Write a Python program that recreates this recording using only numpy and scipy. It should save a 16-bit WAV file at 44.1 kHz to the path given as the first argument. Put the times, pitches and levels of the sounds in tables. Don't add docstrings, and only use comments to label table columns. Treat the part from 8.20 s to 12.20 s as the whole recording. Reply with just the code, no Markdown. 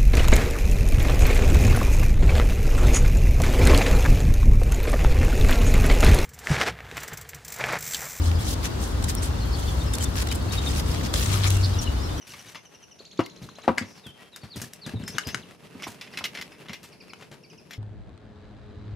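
import sys
import numpy as np
from scipy import signal
from scipy.fft import rfft, irfft
from scipy.io import wavfile

SR = 44100
rng = np.random.default_rng(int(sys.argv[2]) if len(sys.argv) > 2 else 0)


def transcribe(u):
    v = np.clip(np.atleast_2d(u).T, -1, 1)
    q = np.round(v * 32767).astype(np.int16)
    wavfile.write(sys.argv[1], SR, q)


N = 176400
TIME = np.arange(N) / SR
BIN_HZ = np.arange(N // 2 + 1) * SR / N
BIRD_ECHO_DB = -9.5


def rope_slides(scraping, rise_db=5.5, fall_db=6, fade_s=0.0031, judder_hz=70):
    slides = [(0.06, 0.043, 0.043, -39.5, -63), (0.212, 0.026, 0.082, -40.5, -48.5),
              (0.307, 0.061, 0.038, -34.5, -49.5), (0.457, 0.028, 0.022, -37.5, -38.5),
              (0.618, 0.029, 0.11, -43, -57.5), (1.03, 0.011, 0.059, -37.5, -48),
              (1.46, 0.12, 0.22, -45.5, -66), (1.832, 0.035, 0.019, -39.5, -49),
              (1.989, 0.034, 0.042, -36.5, -39.5), (2.325, 0.0053, 0.071, -38, -40),
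              (2.51, 0.094, 0.1, -41.5, -43), (2.591, 0.033, 0.019, -34.5, -41),
              (2.714, 0.056, .11, -43.5, -45), (2.853, 0.024, 0.028, -38.5, -41),
              (2.988, 0.055, 0.098, -32.5, -39.5), (3.137, 0.062, 0.077, -35, -38.5),
              (3.254, 0.04, 0.021, -36, -36), (3.303, 0.0074, 0.062, -35, -42.5),
              (3.418, 0.057, .17, -46, -49.5), (3.635, 0.023, 0.012, -34.5, -58)]
    # f/Hz, level/dB
    hiss_spectrum = [(1500, -32), (2800, -1), (6000, 2.5), (8000, 0), (11000, -4), (15500, -11)]
    hiss, scrape = np.zeros((2, N))
    for fastest, rise, fall, hiss_db, scrape_db in slides:
        near = slice(*np.searchsorted(TIME, [fastest - rise - fade_s, fastest + fall + fade_s]))
        age = TIME[near] - fastest
        gate = np.clip(.5 + .5 * np.minimum(age + rise, fall - age) / fade_s, 0, 1)
        speed = gate * from_db(np.interp(age, [-rise, 0, fall], [-rise_db, 0, -fall_db]))
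        hiss[near] = np.hypot(hiss[near], speed * from_db(hiss_db + 2.5))
        scrape[near] = np.hypot(scrape[near], speed * from_db(scrape_db + 6.5))
    judder = from_db(1.5 * drift(judder_hz))
    return judder * (hiss * friction(hiss_spectrum) + scrape * scraping)


def rope_slips(scraping, tail_db=-15.5, tail_s=0.017):
    # t/s, half length/s, relative hiss level/dB, relative scrape level/dB
    slips = [(0.115, 0.0021, -53, -35.5), (0.826, 0.003, -32.5, -43.5), (0.8438, 0.0032, -25.5, -41),
             (0.897, 0.012, -27.5, -38), (1.395, 0.0065, -34, -59), (1.7394, 0.0027, -22.5, -38),
             (1.753, 0.0045, -29, -57), (1.785, 0.001, -24.5, -38), (1.827, 0.0024, -27, -47),
             (1.843, 0.004, -24.5, -60), (2.022, 0.0045, -30, -45), (2.0735, 0.0025, -32, -36.5),
             (2.089, 0.0016, -34, -37), (2.1163, 0.0025, -27, -37), (2.126, 0.0026, -24, -46),
             (2.155, 0.0047, -30, -61), (2.9407, 0.0017, -22.5, -26), (3.278, 0.011, -28, -45),
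             (3.3046, 0.0023, -21, -39), (3.3706, 0.0032, -28.5, -38)]
    # f/Hz, level/dB
    hiss_spectrum = [(1500, -35), (3000, 1), (7500, 9), (10500, 4.5), (15500, -7)]
    hiss, scrape = np.zeros((2, N))
    for t, half, hiss_db, scrape_db in slips:
        near = slice(*np.searchsorted(TIME, [t - 10 * half, t + 10 * tail_s]))
        age = TIME[near] - t
        width = half * np.where(age < 0, 0.88, 1)
        tail = (age > 0) * from_db(tail_db) * np.exp(-abs(age) / tail_s)
        burst = np.maximum(np.exp(-.5 * (age / width) ** 2), tail)
        hiss[near] += burst * from_db(hiss_db - 3)
        scrape[near] += burst * from_db(scrape_db + 6)
    return hiss * friction(hiss_spectrum) + scrape * scraping


def bark_scrape(rasp_hz=260, rasp_db=3.2):
    # f/Hz, level/dB
    spectrum = [(300, 1), (800, -5.5), (1200, -2), (1750, -1), (2400, 1), (3750, -0.5), (5500, -4.5)]
    return rms_one(friction(spectrum) * from_db(rasp_db * drift(rasp_hz)))


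def friction(spectrum, snaps_per_s=1800, grip_hz=35, grip_db=2.5):
    snaps = rms_one(impulses(snaps_per_s))
    rub = rfft(np.sqrt(.5) * (snaps + noise()))
    band = np.searchsorted([1500, 2200, 3100, 4200, 5500, 7200, 9500, 12500], BIN_HZ)
    shifting = sum(irfft(rub * (band == k), N) * from_db(grip_db * drift(grip_hz))
                   for k in range(band[-1] + 1))
    return colour(shifting, spectrum)


def rope_squeaks(width_share=.09):
    # t/s, half length/s, f/Hz, level/dB
    squeaks = [(0.633, .012, 8800, -41), (1.816, 0.0078, 7700, -38), (1.839, .005, 7700, -28.5),
               (2.002, .03, 1640, -42), (3.15, .03, 1185, -37), (3.256, .016, 1170, -37.5),
               (3.265, .012, 2320, -34)]
    out = np.zeros((2, N))
    for t, half, hz, db in squeaks:
        near = abs(TIME - t) < 10 * half
        strand = resonate(noise(near.sum()), hz, width_share * hz)
        swell = np.exp(-.5 * ((TIME[near] - t) / half) ** 2)
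        out[:, near] += from_db(db) * swell * rms_one(strand)
    return out


def nail_flick(start_s=.9512, decay_s=.001):
    age = TIME - start_s
    burst = (age > 0) * np.exp(-np.clip(age / decay_s, 0, 20)) * noise()
    highpass = signal.butter(4, 7000, "high", fs=SR, output="sos")
    return from_db(-15) * signal.sosfilt(highpass, burst)


def fibre_crackle(base_ticks_per_s=260, q=9):
    # t/s, gain on the base rate/dB
    activity = [(1, -4.5), (3.2, 3), (3.5, -9)]
    pitches = np.geomspace(5500, 13000, 10)
    ticks = impulses(base_ticks_per_s * level(activity))
    fibre = rng.integers(0, len(pitches), N)
    ringing = sum(resonate(ticks * (fibre == k), hz, hz / q) for k, hz in enumerate(pitches))
    return from_db(-56.5) * rms_one(ringing)


def hands():
    # t/s, level/dB
    swell = [(1.7, -39), (2.4, -37.5), (2.8, -32.5), (3.2, -38.5), (3.6, -54)]
    # f/Hz, level/dB
    spectrum = [(150, 4), (280, -1), (600, -12.5)]
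    return level(swell) * colour(noise(), spectrum)


def bird_chirps(warble_share=.018, glide_share=-.04, left_db=4.5):
    chirps = [(.165, .035, 4900, -44), (.195, .025, 3350, -42), (.98, .026, 5570, -37.5),
              (1.225, .055, 4220, -44), (1.34, .05, 4460, -41), (1.487, .031, 3500, -37),
              (1.617, .025, 3650, -39.5), (1.68, .03, 5250, -41), (1.742, .025, 3600, -39),
              (1.813, .025, 3130, -39), (1.86, .028, 3580, -39), (2.107, .025, 3750, -39),
              (2.123, .022, 3080, -34), (2.315, .02, 3790, -39), (2.387, .036, 3750, -31.5),
              (2.475, .035, 3720, -35), (3.385, .03, 2770, -40), (3.547, .03, 3870, -41),
              (3.596, .02, 5690, -32), (3.68, .03, 2890, -37), (3.988, .025, 5780, -41)]
    song = np.zeros(N)
    warble = 1 + warble_share * drift(240)
    for t, length, hz, db in chirps:
        track = hz * (1 + glide_share * np.linspace(-.5, .5, int(length * SR)))
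        track *= warble.take(int(t * SR) + np.arange(len(track)), mode="wrap")
        add_whistle(song, t, track, db)
    song *= from_db(3 * drift(150) - 1)
    return song * pan(left_db) + from_db(BIRD_ECHO_DB) * trunk_echoes(song)


def harsh_chip(middle_s=3.446, length_s=.042, pitch_hz=4680, sweep_hz=430, sweeps_per_s=100):
    call = np.zeros(N)
    age = TIME[:int(length_s * SR)]
    jitter, flutter = drift(900)[:len(age)], drift(400)[:len(age)]
    track = pitch_hz + sweep_hz * (np.sin(2 * np.pi * sweeps_per_s * age) + jitter)
    add_whistle(call, middle_s, track, db=-30 + 3.5 * flutter)
    return call + from_db(BIRD_ECHO_DB) * trunk_echoes(call)


def far_twitter(notes_per_s=100, low_hz=2650, high_hz=5500, glide_share=.16):
    # t/s, relative level/dB
    strength = [(0.9, -52), (1.2, -46.5), (3.2, -47), (3.8, -44)]
    song = np.zeros(N)
    for when, length, pitch, glide, size in rng.random((int(notes_per_s * N / SR), 5)):
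        t = when * N / SR
        hz = low_hz * (high_hz / low_hz) ** pitch
        ramp = np.linspace(-.5, .5, int(.01 * (1 + 2 * length) * SR))
        track = hz * (1 + glide_share * (2 * glide - 1) * ramp)
        db = np.interp(t, *np.transpose(strength)) + 10 * (size - .5)
        add_whistle(song, t, track, db)
    return (song + trunk_echoes(song)) / 2


def add_whistle(out, middle_s, track_hz, db):
    length = len(track_hz)
    at = int(middle_s * SR) - length // 2 + np.arange(length)
    note = from_db(db) * np.sqrt(2 * np.hanning(length)) * tone(track_hz)
    inside = (at >= 0) & (at < N)
    out[at[inside]] += note[inside]


def trunk_echoes(x, t60_s=.25):
    age = TIME[:SR // 2]
    arrivals = rng.random((2, len(age))) < 900 / SR
    echoes = noise(len(age)) * arrivals * from_db(-60 * age / t60_s)
    echoes /= np.sqrt(np.sum(echoes ** 2) / 2)
    return signal.fftconvolve(x[None], echoes, axes=1)[:, :N]


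def forest_air(air_db=-34):
    # t/s, level/dB
    swell = [(0, -28), (1.55, -25), (2.1, -26), (4, -27)]
    # f/Hz, level/dB
    rumble_spectrum = [(22, -35), (32, -17), (42, -4.5), (60, 1.5), (80, -1.5), (100, -6.5), (130, -12),
                       (200, -25.5)]
    # f/Hz, level/dB
    air_spectrum = [(120, -4), (270, 0.5), (420, -5.5), (700, -8.5), (1150, -9.5), (2400, -20),
                    (4200, -19.5), (6500, -24), (15500, -35.5)]
    rumble = level(swell) * colour(noise(), rumble_spectrum)
    return rumble + from_db(air_db) * colour(noise(), air_spectrum)


def hum(waver_db=3):
    # t/s, f/Hz, relative level/dB
    course = [(.06, 84, -20), (.18, 82, -22), (.27, 82, -70), (2.98, 100, -70), (3.09, 98, -26),
              (3.34, 96, -18.5), (3.58, 92, -22), (3.65, 96, -70)]
    t, hz, db = np.transpose(course)
    strength = from_db(np.interp(TIME, t, db) + waver_db * drift(17) - 1)
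    return np.sqrt(2) * strength * tone(np.interp(TIME, t, hz))


def from_db(db):
    return 10 ** (np.asarray(db) / 20)


def rms_one(x):
    return x / np.sqrt(np.mean(x ** 2) + 1e-20)


def level(curve):
    return from_db(np.interp(TIME, *np.transpose(curve)))


def pan(left_db):
    return from_db(np.array([[.5], [-.5]]) * left_db)


def tone(track_hz):
    return np.sin(2 * np.pi * np.cumsum(track_hz) / SR)


def noise(samples=N):
    return rng.standard_normal((2, samples))


def impulses(per_s):
    return noise() * (rng.random(N) < per_s / SR)


def drift(rate_hz):
    step, settle = 40, 2000
    pole = np.exp(-2 * np.pi * step * rate_hz / SR)
    white = rng.standard_normal(N // step + settle + 2)
    slow = signal.lfilter([1], [1, -2 * pole, pole * pole], white)[settle:]
    return np.interp(np.arange(N) / step, np.arange(len(slow)), rms_one(slow))


def resonate(x, hz, width_hz):
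    r = np.exp(-np.pi * width_hz / SR)
    feedback = [1, -2 * r * np.cos(2 * np.pi * hz / SR), r * r]
    return signal.lfilter(np.array([1, 0, -1]) * (1 - r * r) / 2, feedback, x + 1e-18)


def per_bin(points):
    hz, value = np.transpose(points)
    return np.interp(np.log(np.maximum(BIN_HZ, 1)), np.log(hz), value)


def colour(pair, spectrum):
    # f/Hz, correlation
    likeness = [(60, 0.96), (130, 0.96), (290, 0.27), (600, -0.084)]
    low, high = spectrum[0][0], spectrum[-1][0]
    rolloff = np.minimum(BIN_HZ / low, 1) ** 2 / np.maximum(BIN_HZ / high, 1) ** 2
    mid, side = rfft(pair) * from_db(per_bin(spectrum)) * rolloff
    alike = per_bin(likeness)
    stereo = np.sqrt(1 + alike) * mid + np.sqrt(1 - alike) * side * [[1], [-1]]
    return rms_one(irfft(stereo, N))


def scene():
    # t/s, left over right/dB
    rope_position = [(2.95, 0.8), (3.15, 5.5), (3.4, 1.5)]
    background = (forest_air() + hum()) * pan(left_db=1.8)
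    scraping = bark_scrape()
    rope = rope_slides(scraping) + rope_slips(scraping) + rope_squeaks()
    rope += nail_flick() + fibre_crackle() + hands()
    rope *= pan(np.interp(TIME, *np.transpose(rope_position)))
    birds = bird_chirps() + harsh_chip() + far_twitter()
    return rope + birds + background


def record(dry, cutoff_hz=15800):
    lowpass = signal.firwin(301, cutoff_hz, fs=SR)
    return signal.fftconvolve(dry, lowpass[None], "same", axes=1)


dry = scene()
out = record(dry)
transcribe(out)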